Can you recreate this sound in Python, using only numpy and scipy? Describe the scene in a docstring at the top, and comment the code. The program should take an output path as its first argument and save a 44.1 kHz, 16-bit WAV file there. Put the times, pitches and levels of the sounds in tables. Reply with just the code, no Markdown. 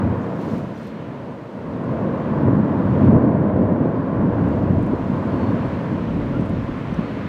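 """Distant lava fountain

Lava fountains roar from a vent far across a valley: countless random gas bursts, shaped by spectra, merge into a
deep rumble that sags and swells; a reflection notches it. Short dull thumps (damped pulses), perhaps wind knocking the
microphone, stand out. Close by are a soft hiss and wind (filtered noise), a thin tone that glides up and later holds
near 4350 Hz, perhaps a cricket, and pips (all sines), a rustle (fine grains) and small ticks (decaying noise)."""
import sys
import numpy as np
from scipy import signal
from scipy.fft import rfft, irfft
from scipy.io import wavfile
from scipy.ndimage import uniform_filter1d, minimum_filter1d

SR = 44100
rng = np.random.default_rng(int(sys.argv[2]) if len(sys.argv) > 2 else 0)


def file_out(sig):
    """Save sig as 16-bit WAV at sys.argv[1]."""
    # one column per channel
    cols = np.atleast_2d(sig).T
    # limit, then scale
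    lim = np.clip(cols, -1, 1)
    pcm = np.round(lim * 32767).astype(np.int16)
    wavfile.write(sys.argv[1], SR, pcm)


N = 321048  # length in samples


def gain_of(db):
    """Logarithmic level: 20 dB is a factor of ten in amplitude."""
    return 10 ** (np.asarray(db) / 20)


def evened(x):
    """Normalisation: scales the root mean square to 1."""
    return x / np.sqrt(np.mean(x ** 2) + 1e-20)


def curve(rows):
    """Linear interpolation in time: every column of a table, one value a sample."""
    s, *columns = np.transpose(rows)
    return [np.interp(np.arange(N) / SR, s, c) for c in columns]


def read(points, hz):
    """Interpolation on a logarithmic frequency axis: a spectrum table at the given frequencies."""
    f, db = np.transpose(points)
    return np.interp(np.log(hz + 1), np.log(f + 1), db)


def coloured(x, points):
    """Linear filtering: multiplies the spectrum of x by the table; the rms becomes 1."""
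    response = gain_of(read(points, np.fft.rfftfreq(N, 1 / SR)))
    return evened(irfft(rfft(x) * response, N))


def unit_band(x, band):
    """Parseval's theorem: scales x so that its part inside the band has rms 1."""
    hz, power = np.fft.rfftfreq(len(x), 1 / SR), abs(rfft(x)) ** 2
    inside = (hz > band[0]) & (hz < band[1])
    return evened(x) * np.sqrt(power.sum() / power[inside].sum())


def bursts(per_s, spread_db):
    """Shot noise: random pops of either sign, a few much larger than the rest."""
    size = gain_of(spread_db * np.minimum(rng.exponential(1, N), 4))
    happens = rng.random(N) < per_s / SR
    return size * rng.standard_normal(N) * happens


def drift(seconds):
    """Low-passed noise: a slow random course of rms 1."""
    width = max(round(seconds * SR), 1)
    return evened(uniform_filter1d(uniform_filter1d(rng.standard_normal(N), width), width))


def steadied(x, seconds, share):
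    """Envelope compression: irons out part of a noise's chance lumps, for a steadier sound."""
    width = round(seconds * SR)
    power = uniform_filter1d(uniform_filter1d(x ** 2, width), width)
    return evened(x / (abs(power) + .02) ** (share / 2))


def bump(centre_s, width_s):
    """Gaussian envelope: a rise and fall of height 1; the width is its standard deviation."""
    return np.exp(-.5 * ((np.arange(N) / SR - centre_s) / width_s) ** 2)


def swells(rows, edge_s):
    """Amplitude envelope: events that fade in, hold and fade out; each fade is centred on its listed time."""
    t = np.arange(N) / SR
    total = 0
    for start, end, db in rows:
        openness = np.clip(np.minimum(t - start, end - t) / edge_s + .5, 0, 1)
        total = total + gain_of(db) * openness ** 2
    return total


def add(mix, s, sound):
    """Superposition: adds a sound to the mix from time s."""
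    part = mix[round(s * SR):][:len(sound)]
    part += sound[:len(part)]


PIVOT_DB = -22  # boom level at which a following layer has its pivot level


def follow(boom_db, law):
    """Level law: a layer's level is linear in the boom's level and in time."""
    pivot_db, share, db_per_s = law
    return pivot_db + share * (boom_db - PIVOT_DB) + db_per_s * np.arange(N) / SR


# course of the fountain: t/s, boom level before drift and lulls/dB (110-380 Hz), extra roar/dB, extra grit/dB
FOUNTAIN = [(0, -18.5, -5.5, 0.5), (.12, -20.5, -1.5, -1), (.3, -27, 2.5, 2), (.55, -25, 0.5, -0.5),
            (.85, -33, -1, -3.5), (1.2, -31, 1, -1), (1.48, -37, 4, 1.5), (1.84, -24.5, 0, 0.5),
            (2.0, -24, 4.5, 2), (2.27, -23.5, 1, 2.5), (2.45, -16.5, -2, 0), (2.65, -19.5, 0.5, 1.5),
            (2.9, -21, 1, 2), (3.1, -11, -1.5, -2.5), (3.44, -17.5, 0, 0), (3.62, -14.5, 1.5, -3.5),
            (3.85, -20.5, 2, 1), (4.08, -23.5, 2, 2.5), (4.18, -18, 0, 1.5), (4.74, -19, -1, -1),
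            (5.1, -23.5, 0.5, 2), (5.45, -19.5, 1, 2), (5.7, -24.5, 1.5, 2.5), (6.25, -23, -1, -1.5),
            (6.41, -22, 0, -1), (6.55, -27.5, 2, 0.5), (6.85, -27.5, -1, 1), (7.05, -26, 2, -2.5),
            (7.28, -27.5, -2.5, -2)]
# spectra of the four layers: f/Hz, relative level per hertz/dB
THUD_SPECTRUM = [(10, -84.5), (30, -45), (55, -18), (95, 1.5), (130, -3.5), (250, -46), (1000, -120)]
BOOM_SPECTRUM = [(20, -78.5), (70, -29), (120, 6.5), (210, 9), (300, 5.5), (400, -4.5), (700, -35.5),
                 (2000, -120)]
ROAR_SPECTRUM = [(50, -76.5), (200, -26.5), (330, -5.5), (480, 0), (680, -6), (900, -28), (1500, -45),
                 (5000, -120)]
GRIT_SPECTRUM = [(150, -81), (600, -14.5), (850, 1), (1000, 1.5), (1300, -8.5), (1700, -12), (2300, -25.5),
                 (3500, -41.5), (8000, -110)]
# how each layer follows the boom: level at the pivot/dB, share/(dB per dB), trend/(dB per s)
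THUD_LAW, ROAR_LAW, GRIT_LAW = (-37.5, 0.96, 0.89), (-30, 0.87, -0.29), (-36, 0.78, -0.45)
# deep heaves under the boom: centre t/s, rise of thud level/dB
HEAVES = [(.08, 9), (.55, 4.5), (.95, 3), (1.22, 0), (1.68, 6), (1.97, 3.5), (2.5, 5.5), (2.87, 5.5),
          (3.07, 5), (3.62, 3.5), (4.47, 3.5), (4.72, 8), (5.37, 3.5), (5.66, 4), (6.03, 1.5), (6.55, 9.5),
          (7.1, 0)]
# moments when the boom drops out: centre t/s, depth of level/dB
LULLS = [(.15, 6), (.7, 1), (2.24, 4), (3.22, 2.5), (3.52, 6), (3.67, 6), (4.0, 2), (4.33, 11), (4.67, 2.5),
         (4.98, 6), (5.22, 6), (6.47, 2), (6.67, 6), (6.77, 1.5), (6.86, 4), (6.96, 4), (7.08, 1.5)]
HEAVE_S, LULL_S = .07, .018  # Gaussian widths
JET_SMOOTHING_S = 0.092  # thud, roar and grit follow the boom over this span
REFLECTION_S, REFLECTION_SHARE = 0.002347, 0.11  # delay, amplitude relative to the direct sound


def fountain():
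    """Shot noise with interference: large gas slugs give thud and boom, the churning jet roar and grit."""
    boom_db, more_roar_db, more_grit_db = curve(FOUNTAIN)
    jet_db = uniform_filter1d(boom_db, round(JET_SMOOTHING_S * SR))
    thud_db = follow(jet_db, THUD_LAW) + sum(db * bump(s, HEAVE_S) for s, db in HEAVES)
    roar_db = follow(jet_db, ROAR_LAW) + more_roar_db
    grit_db = follow(jet_db, GRIT_LAW) + more_grit_db
    boom_db = boom_db + 1.2 * drift(.03) - sum(db * bump(s, LULL_S) for s, db in LULLS)

    # an inverted copy arriving a little late cuts shallow dips about 426 Hz apart
    delay = np.exp(-2j * np.pi * np.fft.rfftfreq(N, 1 / SR) * REFLECTION_S)
    interference = 1 - REFLECTION_SHARE * delay

    def reflected_bursts(per_s, spread_db):
        """Interference: bursts summed with their inverted reflection."""
        return irfft(rfft(bursts(per_s, spread_db)) * interference, N)

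    slugs, blows = reflected_bursts(3085, 2.1), reflected_bursts(1505, 2.5)
    churn, spray = reflected_bursts(8910, 1.7), reflected_bursts(11720, 1.6)
    thud = unit_band(steadied(coloured(slugs, THUD_SPECTRUM), 0.083, 0.44), band=(50, 110))
    boom = unit_band(steadied(coloured(blows, BOOM_SPECTRUM), 0.0054, 0.29), band=(110, 380))
    roar = unit_band(steadied(coloured(churn, ROAR_SPECTRUM), 0.12, 0.3), band=(400, 750))
    grit = unit_band(coloured(spray, GRIT_SPECTRUM), band=(850, 1800))
    deep = thud * gain_of(thud_db) + boom * gain_of(boom_db)
    return deep + roar * gain_of(roar_db) + grit * gain_of(grit_db)


# spectrum of the buffeting: f/Hz, relative level per hertz/dB
BUFFET_SPECTRUM = [(8, -45.5), (22, -21), (38, -6), (55, 1.5), (100, -17), (300, -81), (1000, -130)]
# gusts, added to the calm: centre t/s, peak level of each/dB (18-45 Hz)
GUSTS = [(1.7, -65), (1.93, -58), (2.2, -55.5), (2.42, -50), (2.569, -53), (2.88, -55.5), (3.179, -52),
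         (3.6, -63), (3.85, -54.5), (4.2, -47.5), (4.36, -51.5), (4.55, -52.5), (4.77, -48), (4.95, -47),
         (5.15, -49.5), (5.63, -45), (6.15, -40.5), (6.4, -43), (6.65, -43), (6.97, -44)]
CALM_DB, GUST_S = -75, 0.075  # level between gusts, Gaussian width


def wind():
    """Turbulent pressure fluctuation: lumpy low-frequency noise on the microphone."""
    lumps = steadied(coloured(rng.standard_normal(N), BUFFET_SPECTRUM), .1, .7)
    strength = gain_of(CALM_DB) + sum(gain_of(db) * bump(s, GUST_S) for s, db in GUSTS)
    return unit_band(lumps, band=(18, 45)) * strength


def patchy(patches_db):
    """Short-time spectral modulation: white noise whose spectrum drifts in soft patches."""
    real, imaginary, patches = rng.standard_normal((N // 128 + 5, 257, 3)).T
    patches = uniform_filter1d(patches, size=8, axis=0)  # smooth across frequency
    patches = evened(uniform_filter1d(patches, size=20, axis=1))  # smooth across time
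    spectrum = (real + 1j * imaginary) * gain_of(patches_db * patches)
    return signal.istft(spectrum, nperseg=512, noverlap=384)[1][:N]


# open air: t/s, hiss level/dB (2.2-4 kHz), airy treble level/dB (6-12 kHz)
OUTDOORS = [(0.05, -54, -73.5), (0.49, -55.5, -67.5), (1.0, -55, -73), (1.4, -58, -73), (2.3, -54, -73),
            (2.6, -57.5, -74.5), (3.06, -53, -72.5), (3.18, -60.5, -78.5), (3.7, -59, -79.5),
            (4.3, -57, -76), (4.52, -54, -71.5), (4.7, -55.5, -73.5), (5.1, -53, -69.5), (5.7, -50, -69),
            (5.95, -51, -70), (6.5, -51, -70.5), (6.92, -49, -69.5), (7.28, -48.5, -70)]
# spectra of the two layers: f/Hz, relative level per hertz/dB
HISS_SPECTRUM = [(300, -34), (1000, 6), (2200, -2.5), (3200, -10), (4700, -22.5), (6300, -31),
                 (8000, -46.5), (15000, -90)]
AIR_SPECTRUM = [(1500, -25.5), (4000, 4), (5500, -2), (7000, -4.5), (10000, -12.5), (12500, -15),
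                (15700, -17)]


def hiss():
    """Broadband noise: the open air as a mid hiss and an airy treble."""
    hiss_db, air_db = curve(OUTDOORS)
    mid = unit_band(coloured(patchy(0.62), HISS_SPECTRUM), band=(2200, 4000))
    air = unit_band(coloured(patchy(.6), AIR_SPECTRUM), band=(6000, 12000))
    return mid * gain_of(hiss_db) + air * gain_of(air_db)


# short pips: t/s, length/s, start f/Hz, end f/Hz, peak level/dB, approximate rms pitch jitter/Hz
PIPS = [(.19, .08, 6700, 6600, -64, 500), (1.175, .02, 3650, 3600, -63, 60),
        (2.53, .015, 3700, 3700, -61, 60), (2.61, .015, 3700, 3700, -61, 60),
        (2.785, .02, 3700, 3700, -61, 60), (5.49, .025, 3650, 3650, -59, 60),
        (.735, .055, 6050, 5650, -62, 40), (4.935, .045, 4180, 4110, -61, 30),
        (6.32, .075, 1290, 1480, -36, 10), (6.938, .012, 5900, 5800, -52, 200)]


def pips():
    """Frequency modulation: brief gliding tones, some made fuzzy by random pitch jitter."""
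    out = np.zeros(N)
    wobble = rng.standard_normal((len(PIPS), 4000))
    for (s, length, start_hz, end_hz, db, fuzz_hz), jitter in zip(PIPS, wobble):
        hz = np.linspace(start_hz, end_hz, round(length * SR))
        hz = hz + fuzz_hz * evened(uniform_filter1d(jitter, size=30))[:len(hz)]
        tone = np.sin(2 * np.pi * np.cumsum(hz) / SR)
        add(out, s, gain_of(db) * np.hanning(len(hz)) * tone)
    return out


# spectrum of the rustle: f/Hz, relative level per hertz/dB
RUSTLE_SPECTRUM = [(1000, -17), (3000, 17), (6000, 9), (8500, -1), (9700, 2), (10500, -12), (11500, -2),
                   (14000, -1), (15500, -7)]
# strokes of the rustle: start t/s, end t/s, level/dB (11-15 kHz)
STROKES = [(.2, .36, -88), (.37, .63, -73.5), (.5, .57, -80), (.74, .92, -76), (.86, .89, -78)]


def rustle():
    """Granular noise: a bright, fine-grained brushing near the microphone."""
    grains = coloured(bursts(14000, spread_db=3.0), RUSTLE_SPECTRUM)
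    return unit_band(grains, band=(11000, 15000)) * swells(STROKES, edge_s=.08)


# ticks: t/s, rms level before the decay/dB, centre f/Hz, bandwidth/Hz
TICKS = [(.580, -56, 7000, 5500), (.785, -62, 7500, 2000), (.812, -59, 8000, 2000), (.831, -56, 7500, 5000),
         (.871, -58, 10000, 7000), (1.84, -59, 8000, 4000), (4.487, -59, 6500, 5050),
         (4.79, -59, 7500, 2000), (4.827, -54.5, 8000, 5000), (4.865, -58, 8500, 4550),
         (6.409, -57, 7160, 2500), (6.459, -57, 8000, 5030), (6.495, -55, 8000, 5030),
         (6.943, -59, 8000, 5000)]


def ticks():
    """Exponential decay: each tick is a few milliseconds of noise around its own pitch."""
    out, t = np.zeros(N), np.arange(900) / SR
    noise = rng.standard_normal((len(TICKS), 900))
    for (s, db, hz, width), puff in zip(TICKS, noise):
        edges = np.clip([hz - width / 2, hz + width / 2], 500, 15000)
        band = signal.butter(2, edges, "band", fs=SR)
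        add(out, s, gain_of(db) * evened(signal.lfilter(*band, puff)) * np.exp(-t / 0.0028))
    return out


# one pitch curve joining the rising tone and the later phrases, before wavering: t/s, f/Hz
TONE_PITCH = [(.7, 4200), (1, 4255), (2.2, 4385), (2.8, 4435), (3.4, 4492), (3.95, 4540), (4.6, 4500),
              (5, 4440), (5.25, 4378), (5.55, 4375), (5.65, 4353), (6.2, 4342), (7, 4352), (7.28, 4335)]
# phrases, added to the faint tone: start t/s, end t/s, level before wavering/dB
TONE_PHRASES = [(.72, 1.02, -72), (2.1, 2.75, -87), (2.8, 2.95, -79), (2.95, 3.3, -74), (3.3, 3.68, -79),
                (3.92, 4.15, -78), (4.25, 4.8, -83), (5.29, 5.53, -64), (5.62, 5.78, -69), (5.8, 6.3, -78),
                (6.9, 7.03, -73), (7.03, 7.13, -63), (7.15, 7.3, -76)]
TONE_FAINT_DB, TONE_EDGE_S = -86, .06  # level between phrases, fade time


def thin_tone():
    """Phase as the integral of frequency: a thin tone glides up; later phrases hold near 4350 Hz."""
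    sounding = np.arange(N) > TONE_PITCH[0][0] * SR
    hz = curve(TONE_PITCH)[0] + 5.0 * drift(0.016)
    turns = np.cumsum(hz) / SR
    level = gain_of(TONE_FAINT_DB) + swells(TONE_PHRASES, TONE_EDGE_S)
    wavering = gain_of(1.9 * drift(0.037))
    return sounding * np.sqrt(2) * level * wavering * np.sin(2 * np.pi * turns)  # root 2: rms to peak


# short dull thumps: t/s, envelope peak level before the high-pass/dB, final f/Hz
THUMPS = [(2.483, -6, 239), (2.531, -6, 229), (3.25, -9.5, 203), (3.555, -8, 196), (3.856, -6, 244),
          (4.702, -6, 150), (4.933, -8.5, 260), (5.096, -8, 176), (6.365, -16, 188), (6.393, -8, 200),
          (6.418, -11, 170), (6.503, -13, 182), (6.531, -10.5, 158), (6.626, -14, 130), (6.691, -16, 217),
          (6.809, -16, 160), (6.922, -13.5, 161), (6.987, -11, 172), (7.17, -14, 250)]


def thumps():
    """Damped pulse: each short dull thump swings for about three cycles, perhaps wind knocking the microphone."""
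    out, t = np.zeros(N), np.arange(2600) / SR
    for (s, db, hz), phase in zip(THUMPS, rng.random(len(THUMPS))):
        age = t * hz / 0.73  # 1 at the envelope's peak
        envelope = age ** 2 * np.exp(2 - 2 * age)
        # the front is steeper, so the pitch sags from a higher start
        turns = hz * t + 0.5 * (1 - np.exp(-age / 0.5))
        add(out, s, gain_of(db) * envelope * np.sin(2 * np.pi * (turns + phase)))
    # the high-pass removes the constant offset and deepest bass of the pulses
    return signal.sosfilt(signal.butter(2, 70, "high", fs=SR, output="sos"), out)


def scene():
    """Superposition: the far vent and the near sounds, heard by one microphone."""
    near = wind() + hiss() + pips() + rustle() + ticks() + thin_tone() + thumps()
    return (fountain() + near)[None]


CEILING, EDGE_HZ = .86, 15720  # limiter's peak amplitude, upper band limit


def record(dry):
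    """Gain reduction and low-pass filtering: a limiter eases the highest peaks, then the treble is cut off."""
    allowed = minimum_filter1d(CEILING / np.maximum(abs(dry), CEILING), size=801)
    limited = dry * uniform_filter1d(uniform_filter1d(allowed, size=400), size=400)
    low_pass = signal.firwin(1023, EDGE_HZ, window=("kaiser", 9), fs=SR)
    return signal.oaconvolve(limited, low_pass[None], "same")


dry = scene()
out = record(dry)
file_out(out)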